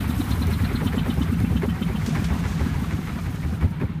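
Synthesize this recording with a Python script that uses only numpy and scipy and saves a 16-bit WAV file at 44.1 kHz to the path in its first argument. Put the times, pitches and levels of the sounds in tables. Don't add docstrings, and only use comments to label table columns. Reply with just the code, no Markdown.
import sys
import numpy as np
from scipy.fft import rfft, irfft, next_fast_len
from scipy.io import wavfile
from scipy.ndimage import map_coordinates

SR = 44100
rng = np.random.default_rng(int(sys.argv[2]) if len(sys.argv) > 2 else 0)


def to_wav(sig):
    pcm = np.clip(np.atleast_2d(sig), -1, 1) * 32767
    pcm = np.round(pcm).astype(np.int16)
    wavfile.write(sys.argv[1], SR, pcm.T)


N = 176400

# (time [s], rate [strokes/s])
STROKE_RATE = [(0.0, 9.798), (0.4, 9.15), (0.8, 8.868), (1.15, 8.374), (1.42, 8.953), (1.7, 7.571),
               (2.0, 7.502), (2.7, 6.343), (3.3, 5.444), (4.0, 5.359)]
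# (frequency [Hz], gain [dB])
FIZZ_COLOUR = [(500, -56), (3000, 5), (4800, 3), (7200, -0.5), (9500, 4), (10500, 1), (11300, 5),
               (15500, 1.5)]
FLUTTER_DB = 1.3


def amp(db):
    return 10 ** (np.asarray(db) / 20)


def unit(x):
    return x / np.sqrt(np.mean(x ** 2) + 1e-20)


def curve(rows, column=1):
    columns = np.transpose(rows)
    return np.interp(np.arange(N) / SR, columns[0], columns[column])


def wobble(knots_per_s):
    return map_coordinates(rng.standard_normal(4000), [np.arange(N) * knots_per_s / SR], mode="wrap")


def wavering(hz, scatter_hz, knots_per_s):
    return np.sqrt(2) * np.sin(2 * np.pi * np.cumsum(hz + scatter_hz * wobble(knots_per_s)) / SR)


def filtered(x, response):
    m = next_fast_len(N + SR // 2)
    return irfft(rfft(x, m) * response(np.fft.rfftfreq(m, 1 / SR)), m)[:N]


def coloured(x, points):
    hz, db = np.transpose(points)
    return unit(filtered(x, lambda f: amp(np.interp(np.log(f + 1), np.log(hz), db))))


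def resonant(x, modes):
    def band(f, hz, width_hz):
        return 1j * f * width_hz / (hz * hz - f * f + 1j * f * width_hz)

    def response(f):
        return sum(amp(db) * band(f, hz, width_hz) * band(f, hz, hz) for hz, width_hz, db in modes)
    return unit(filtered(x, response))


def noise():
    return rng.standard_normal(N)


def grains(per_s, bed_db):
    return unit(noise() * (rng.random(N) < per_s / SR)) + amp(bed_db) * noise()


def pings(per_s, hz, octaves, cycles, spread_db):
    when, pitch, size, life = rng.random((int(per_s * N / SR), 4)).T[:, :, None]
    ping_hz = hz * 2 ** (octaves * (pitch - .5))
    t = np.arange(SR // 25) / SR
    gain = amp(-spread_db * np.log(1 - .97 * size))
    decay = np.exp(-ping_hz * t / (cycles * (.5 + life)))
    rings = gain * np.sin(2 * np.pi * ping_hz * t) * decay
    index = (when * N).astype(int) + np.arange(len(t))
    return unit(np.bincount(index.ravel(), rings.ravel(), N)[:N])


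def bell(x, width):
    return np.exp(-.5 * (x / width) ** 2)


def blows(times_s, levels_db, rise_s, fall_s):
    t = np.arange(N) / SR
    return sum(amp(db) * bell(t - s, np.where(t < s, rise_s, fall_s))
               for s, db in zip(times_s, levels_db))


def impacts(rows, rise_s, fall_s):
    t = np.arange(N) / SR
    return sum(amp(db - 60 * np.minimum(np.abs(t - s) / np.where(t < s, rise_s, fall_s), 2))
               for s, db in rows)


def turns():
    return .04 + np.cumsum(curve(STROKE_RATE)) / SR


def gate(at, rise, fall):
    offset = (turns() - at + .5) % 1 - .5
    return bell(offset, np.where(offset < 0, rise, fall))


def strokes(at):
    turn = turns() - at
    nearest = np.round(turn)
    return nearest.astype(int) + 1, (turn - nearest) / curve(STROKE_RATE)


def hull_rumble():
    # (time [s], relative level [dB])
    levels = [(0, -26), (1.5, -29), (2.5, -28.5), (4, -32)]
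    # (frequency [Hz], gain [dB])
    colour = [(20, -49), (32, -37), (48, -4.5), (68, 2.5), (100, 2), (135, -4.5), (190, -5), (275, -9.5),
              (340, -19.5), (600, -30), (1500, -92)]
    return amp(curve(levels) + 1) * coloured(noise(), colour)


def rattle():
    # (time [s], relative level [dB])
    levels = [(0, -36.5), (1, -38), (1.8, -41.5), (2.4, -37), (3.3, -41.5), (4, -46)]
    # (frequency [Hz], gain [dB])
    colour = [(150, -41), (350, 10), (600, -2.5), (900, 4), (1400, 5.5), (2200, 2), (2700, -1), (4100, -6),
              (4800, -14.5), (9000, -72)]
    shake = 1 + .41 * gate(at=.13, rise=.029, fall=.019)
    clatter = amp(-5.5) * pings(per_s=240, hz=1288, octaves=1.9, cycles=14.2, spread_db=2.8)
    scrape = amp(-3.5) * coloured(noise(), colour)
    return amp(curve(levels) + FLUTTER_DB * wobble(45)) * shake * (clatter + scrape)


def wash():
    # (time [s], relative level [dB])
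    levels = [(0, -48), (.32, -48.5), (.9, -52.5), (1.9, -56), (3, -56.5), (3.55, -60.5), (3.8, -66),
              (3.92, -69.5)]
    bubbles = pings(per_s=860, hz=8740, octaves=1.6, cycles=46, spread_db=5)
    fizz = coloured(grains(per_s=5100, bed_db=3.5) + .7 * bubbles, FIZZ_COLOUR)
    pulse = 1 + .38 * gate(at=.82, rise=.024, fall=.27)
    return amp(curve(levels) + 3.5 + FLUTTER_DB * wobble(45)) * pulse * fizz


def exhaust_thump():
    # (time [s], relative level [dB])
    levels = [(0.1, -17.5), (0.64, -18), (0.98, -16), (1.4, -14), (1.82, -15.5), (2.22, -19), (2.51, -25.5),
              (2.7, -19), (3.9, -22.5)]
    sag_hz_per_s, width_s, scatter_db = 2600, .0048, 1.1
    afterbeat_lag_s, afterbeat_width_s = .033, .006
    stroke, t = strokes(at=0)
    detune, size = rng.standard_normal((40, 2))[stroke].T
    hz = (98 + 16 * curve(STROKE_RATE)) * (1 + .06 * detune)
    thump = np.cos(2 * np.pi * (hz * t - .5 * sag_hz_per_s * t * t)) * bell(t, width_s)
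    afterbeat = np.cos(2 * np.pi * hz * t) * bell(t - afterbeat_lag_s, afterbeat_width_s)
    puff = gate(at=0, rise=.02, fall=.042) * resonant(noise(), [(275, 177, 5.5), (1250, 170, -4.5)])
    gain = amp(curve(levels) + scatter_db * size)
    return gain * (amp(1) * thump + amp(-10) * afterbeat + amp(-16) * puff)


def squeak():
    # (time [s], relative level [dB], pitch [Hz])
    course = [(0.1, -45, 3500), (.32, -40, 3900), (.76, -41, 3950), (.87, -35, 3250), (1.23, -41, 3300),
              (1.34, -47, 2750), (1.45, -41, 2450), (1.57, -39, 3050), (1.7, -43, 2750),
              (1.83, -38.5, 3000), (1.96, -44.5, 2900), (2.4, -66, 2700)]
    # (frequency [Hz], gain [dB])
    modes = [(4130, 0), (3820, -4), (3550, -3), (3070, 1), (2680, -3), (2220, -2)]
    reach_octaves, flutter_db = .2, 2.6
    pitch_hz = curve(course, column=2)
    weights = np.array([amp(db) * bell(np.log2(hz / pitch_hz), reach_octaves) for hz, db in modes])
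    rings = np.array([amp(flutter_db * wobble(90)) * wavering(hz, scatter_hz=62, knots_per_s=300)
                      for hz, _ in modes])
    metal = unit(np.sum(weights * rings, 0) / np.linalg.norm(weights, axis=0))
    rub = amp(-5) * wobble(900) * wavering(pitch_hz, scatter_hz=300, knots_per_s=900)
    return amp(curve(course) + 1) * gate(at=.08, rise=.045, fall=.09) * (metal + rub)


def pipe_ring():
    # (time [s], relative level [dB])
    levels = [(0.03, -42), (1.02, -25.5), (1.8, -22.5), (2.57, -24.5), (2.9, -28.5), (3.97, -27)]
    hz, at_cycles, width_s, scatter_db = 163, .34, .019, .2
    stroke, t = strokes(at_cycles)
    late, size, detune = rng.standard_normal((40, 3))[stroke].T
    t = t - .055 * late / hz
    tone = np.cos(2 * np.pi * hz * (1 + .025 * detune) * t)
    taper = np.abs(np.cos(np.pi * (turns() - at_cycles))) ** .5
    return amp(curve(levels) + 3 - scatter_db * size) * bell(t, width_s) * taper * tone


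def knock():
    # (time [s], rasp level [dB], clonk level [dB], boom level [dB])
    chugs = [(.062, -37, -46, -34), (0.377, -41, -37, -21.5), (0.487, -40, -31.5, -22),
             (0.61, -38, -36.5, -21), (.712, -34, -33.5, -23.5), (0.82, -37, -29.5, -18),
             (0.941, -36.5, -30.5, -29), (1.069, -36.5, -28.5, -23), (1.179, -50, -30.5, -18.5),
             (1.29, -41, -40, -23), (1.403, -38.5, -37, -19.5), (1.512, -43, -31, -18),
             (1.637, -34, -24.5, -32), (1.768, -35.5, -38, -37), (1.896, -36.5, -32.5, -26),
             (2.029, -36.5, -39.5, -27), (2.171, -31, -30, -23), (2.313, -37.5, -31, -19),
             (2.457, -34.5, -34, -25.5), (2.611, -35.5, -29.5, -17), (2.76, -39, -41.5, -19.5),
             (2.924, -36, -38.5, -21), (3.095, -34, -40.5, -26.5), (3.269, -40, -36, -24),
             (3.447, -35.5, -38, -19.5), (3.63, -36.5, -28, -15), (3.822, -37.5, -27, -18.5)]
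    # (frequency [Hz], gain [dB])
    rasp_colour = [(250, 10), (600, -7.5), (900, 10.5), (1400, 7.5), (2200, 8.5), (2900, -5.5), (4300, -11),
                   (6000, -19), (15000, -25)]
    # (centre [Hz], width [Hz], gain [dB])
    clonk_modes = [(228, 70, 2), (392.4, 58, 6.5), (477, 75, -1.5), (588, 130, -7.5), (775, 95, -6.5),
                   (990, 150, -19.5)]
    # (frequency [Hz], gain [dB])
    boom_colour = [(25, -21), (50, -14), (80, -1), (110, -2), (150, -4), (260, -16.5), (310, -17.5),
                   (360, -33), (800, -65)]
    rasp_lead_s, boom_lag_s = .01, .0079
    times_s, rasp_db, clonk_db, boom_db = np.transpose(chugs)
    grit = coloured(grains(per_s=900, bed_db=-4.5), rasp_colour)
    rasp = blows(times_s - rasp_lead_s, rasp_db, rise_s=.01, fall_s=.014) * grit
    clonk = blows(times_s, clonk_db, rise_s=.006, fall_s=.018) * resonant(noise(), clonk_modes)
    hull_noise = coloured(noise(), boom_colour)
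    hull_tone = amp(-2.5) * wavering(hz=81.3, scatter_hz=11.8, knots_per_s=30)
    boom = blows(times_s + boom_lag_s, boom_db, rise_s=.012, fall_s=.026) * unit(hull_noise + hull_tone)
    return amp(-.5) * (rasp + clonk + boom)


def droplets():
    # (time [s], level [dB])
    hits = [(.256, -41.5), (.47, -33), (1.14, -40), (1.402, -36), (1.6, -44)]
    return impacts(hits, rise_s=.002, fall_s=.014) * coloured(noise(), FIZZ_COLOUR)


def slaps():
    # (time [s], level [dB])
    hits = [(.308, -36.5), (1.232, -39), (2.063, -32.5), (2.244, -31.5)]
    # (frequency [Hz], gain [dB])
    colour = [(800, -2.5), (3000, -4), (7000, -11), (15000, -26)]
    return impacts(hits, rise_s=.012, fall_s=.09) * coloured(noise(), colour)


def spray():
    # (time [s], level [dB])
    levels = [(0, -66), (1.98, -53.5), (2.08, -42), (2.3, -48), (2.48, -43), (2.75, -49.5), (3.5, -51),
              (3.78, -64.5)]
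    # (frequency [Hz], gain [dB])
    colour = [(500, 1), (2000, -4.5), (6500, -4.5), (9000, -11.5), (15000, -27)]
    gain = amp(curve(levels) + FLUTTER_DB * wobble(40.1))
    return gain * coloured(grains(per_s=4200, bed_db=-3), colour)


def scene():
    engine = exhaust_thump() + pipe_ring() + squeak() + knock()
    boat = hull_rumble() + rattle()
    water = wash() + spray() + slaps() + droplets()
    return (engine + boat + water)[None]


def record(dry):
    fade_s, top_hz = .008, 15450
    t = np.arange(N) / SR
    fades = np.clip(np.minimum(t, t[-1] - t) / fade_s, 0, 1)
    return filtered(dry[0] * fades, lambda hz: hz < top_hz)[None]


dry = scene()
out = record(dry)
to_wav(out)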